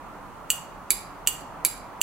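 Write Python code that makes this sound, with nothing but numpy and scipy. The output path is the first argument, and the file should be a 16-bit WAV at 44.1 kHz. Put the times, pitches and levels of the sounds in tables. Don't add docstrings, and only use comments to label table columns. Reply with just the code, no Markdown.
import sys
import numpy as np
from scipy import signal
from scipy.fft import rfft, irfft, next_fast_len
from scipy.io import wavfile
from scipy.ndimage import uniform_filter1d, map_coordinates

SR = 44100
rng = np.random.default_rng(int(sys.argv[2]) if len(sys.argv) > 2 else 0)


def inscribe(sig):
    pcm = np.round(np.clip(np.atleast_2d(sig).T, -1, 1) * 32767)
    wavfile.write(sys.argv[1], SR, pcm.astype(np.int16))


def to_linear_factor(level_db):
    exponent = np.asarray(level_db, float) / 20
    return 10 ** exponent


N = 89346
TOP_HZ = 15800

# (frequency [Hz], difference [dB])
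CLICK_PAN = [(1500, -5.5), (2900, 0.5), (4400, -3), (8000, -5), (11000, -4.5), (15000, -5.5)]
PORTS = np.array([[.5], [-.5]])


def unit(x):
    return x / np.sqrt(np.mean(x ** 2) + 1e-20)


def along(points, hz):
    f, v = np.transpose(points)
    return np.interp(np.log(hz + 1), np.log(f + 1), v)


def filtered(x, response):
    n = x.shape[-1]
    m = next_fast_len(n + SR // 2)
    spectrum = rfft(x, m) * response(np.fft.rfftfreq(m, 1 / SR))
    return irfft(spectrum, m)[..., :n]


def wobble(rate_hz):
    knots = rng.standard_normal(int(N * rate_hz / SR) + 4)
    return map_coordinates(knots, [np.arange(N) * rate_hz / SR])


def rush(response, patchy_db):
    # (frequency [Hz], correlation [1])
    alike = [(40, 0.84), (80, 0), (150, 0.82), (1650, 0.63), (4000, 0), (15000, 0)]
    z = signal.stft(rng.standard_normal((2, N + 512)), nperseg=512)[2]
    patches = uniform_filter1d(rng.standard_normal(z.shape[1:]), size=5, axis=0)
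    patches = unit(uniform_filter1d(patches, size=12, axis=1))
    pair = signal.istft(z * to_linear_factor(patchy_db * patches), nperseg=512)[1][:, :N]

    def mid_side(hz):
        angle = np.arccos(np.clip(along(alike, hz), -1, 1)) / 2
        return response(hz) * [np.cos(angle), np.sin(angle)]

    mid, side = filtered(pair, mid_side)
    return unit(np.array([mid + side, mid - side]))


def background():
    # (frequency [Hz], density [dB per Hz])
    roar_curve = [(41, -45.5), (70, -6.5), (296, -6), (417, -9), (976, -1), (1090, -3), (1350, -5.5),
                  (1470, -11.5), (3500, -28), (4550, -39), (7700, -120)]
    # (frequency [Hz], half width [Hz], level [dB])
    drone_lines = [(26, 9, -64), (41, 7, -55.5), (66, 10, -67), (122, 12, -63), (171, 12, -63),
                   (202, 10, -64), (287, 9, -61)]
    # (frequency [Hz], density [dB per Hz])
    hiss_curve = [(1760, -32.5), (3000, -20.5), (4260, 0), (4930, -4.5), (6230, -2.5), (15600, -7)]
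    roar_db, swell_db, patch_db = -42.5, 0.4, 0.8
    hiss_db, pan_db = -62.5, -2

    swell = to_linear_factor(roar_db + swell_db * (wobble(1.39) + wobble(9.35)))
    roar = swell * rush(lambda f: to_linear_factor(along(roar_curve, f)), patch_db)
    drone = sum(to_linear_factor(db) * rush(lambda f: 1 / (1 + ((f - hz) / width_hz) ** 4), 0)
                for hz, width_hz, db in drone_lines)
    hiss = to_linear_factor(hiss_db) * rush(lambda f: to_linear_factor(along(hiss_curve, f)) * (f < TOP_HZ), 0)
    return (roar + drone + hiss) * to_linear_factor(pan_db * PORTS)


def ringing(hz, db, t60_s, t):
    scatter_db = 0.67
    hz, db, t60_s = np.array([hz, db, t60_s])[:, :, None]
    level_db = db + scatter_db * rng.standard_normal(hz.shape) - 60 * t / t60_s
    modes = to_linear_factor(level_db) * np.sin(2 * np.pi * hz * t)
    return to_linear_factor(PORTS * along(CLICK_PAN, hz.T)) @ modes


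def plunger(blows, snap, body_hz, body, rattle, ring_db, slide_s):
    rattle_db, rattle_t60_s = -16.5, 0.048
    fresh = 0.306
    slide_db, rise_s = -44, 0.0002
    snap_send_db, rattle_send_db, ring_send_db = -0.5, 3, -4

    out = np.zeros((2, 2, N + SR))
    t = np.arange(SR // 4) / SR

    def grit():
        noise = rng.standard_normal(len(t))
        return unit(filtered(noise, lambda f: to_linear_factor(along(rattle, f) + PORTS * along(CLICK_PAN, f))))

    usual = grit()
    for time_s, db in blows:
        ring = to_linear_factor(ring_db) * ringing(body_hz, *np.transpose(body), t) / 2
        buzz = to_linear_factor(rattle_db - 60 * t / rattle_t60_s) * (usual + fresh * grit())
        crack = ringing(*np.transpose(snap), t) / 2
        direct = crack + buzz + ring
        sent = to_linear_factor(snap_send_db) * crack + to_linear_factor(rattle_send_db) * buzz + to_linear_factor(ring_send_db) * ring
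        blow = np.array([direct, sent]) * (1 - np.exp(-t / rise_s))
        slide = grit() * (t < slide_s)
        out[..., round(time_s * SR):][..., :len(t)] += to_linear_factor(db) * blow
        out[..., round((time_s - slide_s) * SR):][..., :len(t)] += to_linear_factor(db + slide_db) * slide
    return out[..., :N]


def pull_in():
    # (time [s], peak level [dB])
    pulls = [
        (.5025, -2.5),
        (1.273, -1.5),
        (2.0146, -2),
    ]
    # (frequency [Hz], level [dB], t60 [s])
    snap = [(1900, -20, .004), (2880, -14, .006), (4640, -10, .01), (6500, -3, .004), (7650, 7.5, .004),
            (9000, -1, .004), (11000, -9, .005), (13300, -8, .007), (15200, -7, .007)]
    body_hz = [2870, 4600, 6350, 7000, 7420, 7650, 8040, 8890, 10400, 11630, 12200, 12900, 13330, 15200]
    # (level [dB], t60 [s])
    body = [(-6.5, 0.041), (-22, 0.059), (-16, 0.04), (-11, 0.047), (-13, 0.015), (-10, 0.05), (-35, 0.027),
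            (-21, .03), (-20, 0.052), (-13.5, 0.04), (-27, 0.031), (-28.5, .035), (-20, 0.028), (-16, .025)]
    # (frequency [Hz], density [dB per Hz])
    rattle = [(880, -66), (1500, -13.5), (2030, -18), (2850, -6), (3890, -18), (4520, -37), (7770, 0.5),
              (15700, -11.5), (16500, -43.5)]
    return plunger(pulls, snap, body_hz, body, rattle, ring_db=-1, slide_s=0.008)


def release():
    # (time [s], peak level [dB])
    releases = [
        (.905, -2),
        (1.6492, -2.5),
    ]
    # (frequency [Hz], level [dB], t60 [s])
    snap = [(2340, -12, .009), (4500, -19, .006), (7540, 5, .007), (9000, -5, .005), (10500, 3, .008),
            (11800, -8, .006), (13200, -11, .007), (15200, -8, .007)]
    body_hz = [370, 2310, 2750, 4545, 6350, 7300, 7500, 8100, 9330, 9830, 10430, 11600, 13400, 15000]
    # (level [dB], t60 [s])
    body = [(-32, 0.13), (-16.5, 0.043), (-26, 0.0067), (-15.5, 0.083), (-16, 0.042), (-18, .035),
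            (-21, 0.018), (-10.5, 0.043), (-7.5, .035), (-32, .035), (-12, 0.031), (-5.5, 0.058),
            (-15, 0.03), (-8.5, .025)]
    # (frequency [Hz], density [dB per Hz])
    rattle = [(880, -69), (1500, -22), (2260, -15), (3120, -16.5), (4610, -4.5), (5750, -16.5), (10700, -5),
              (15500, -21.5), (16500, -28)]
    return plunger(releases, snap, body_hz, body, rattle, ring_db=-2.5, slide_s=0.005)


def contact():
    t = np.arange(N) / SR - 1.2652
    return (t > 0) * ringing(hz=[2900], db=[-30], t60_s=[0.006], t=np.abs(t))


def evened(tail):
    z = rfft(tail)
    power = np.abs(z) ** 2
    gain = np.sqrt(uniform_filter1d(power, size=1200) / uniform_filter1d(power, size=120))
    return irfft(z * gain, tail.shape[-1])


def workshop(direct, sent):
    # (delay [s], level [dB])
    echoes = [(.0038, -25.5), (.0052, -18.5), (.0093, -19), (0.0134, -20)]
    # (frequency [Hz], t60 [s])
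    shop_t60 = [(1500, 0.87), (3000, 0.43), (5200, 0.52), (8000, 0.3), (12000, 0.3), (16000, .22)]
    echo_skew_s, left_lag_s = 0.00004, 0.00002
    shop_db, shop_delay_s, tail_alike = -7.5, 0.003, 0.11
    clutter_db, clutter_t60_s = -8, 0.08

    skew_s = echo_skew_s * rng.standard_normal((len(echoes), 2, 1))

    def early(f):
        comb = 1 + sum(to_linear_factor(db) * np.exp(-2j * np.pi * f * (delay_s + skew))
                       for (delay_s, db), skew in zip(echoes, skew_s))
        return comb * np.exp(-2j * np.pi * f * PORTS * left_lag_s)

    near = filtered(direct, early)

    hz, t, z = signal.stft(rng.standard_normal((2, 2, SR // 2)), SR, nperseg=256)
    shop_fade = to_linear_factor(-60 * t / along(shop_t60, hz)[:, None])
    clutter_fade = to_linear_factor(-60 * t / clutter_t60_s) + 0 * hz[:, None]
    fades = np.array([shop_fade, clutter_fade])
    tails = signal.istft(z * fades[:, None], SR, nperseg=256)[1]
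    tails = evened(tails + tail_alike * tails[:, ::-1])
    tails = tails / np.linalg.norm(tails, axis=-1, keepdims=True)
    tail = to_linear_factor(shop_db) * tails[0] + to_linear_factor(clutter_db) * tails[1]
    tail = np.pad(tail, ((0, 0), (round(shop_delay_s * SR), 0)))
    far = signal.fftconvolve(sent, tail, axes=1)[:, :N]
    return near + filtered(far, lambda f: f < TOP_HZ)


def notched(x):
    # (centre [Hz], width [Hz], depth [0-1])
    dents = [(3680, 500, 0.13), (5290, 940, 0.5)]

    def notches(f):
        return np.prod([1 - depth * 1j * f * width_hz / (hz * hz - f * f + 1j * f * width_hz)
                        for hz, width_hz, depth in dents], axis=0)

    return filtered(x, notches)


def scene():
    air = background()
    direct, sent = pull_in() + release() + contact()
    return notched(workshop(direct, sent)) + air


def top_cut(x):
    return signal.sosfilt(signal.butter(12, 16820, fs=SR, output="sos"), x)


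def record(dry):
    over_top_db = -12
    limited = filtered(dry, lambda hz: np.where(hz < TOP_HZ, 1, to_linear_factor(over_top_db)))
    return top_cut(np.clip(limited, -1, 1))


dry = scene()
out = record(dry)
inscribe(out)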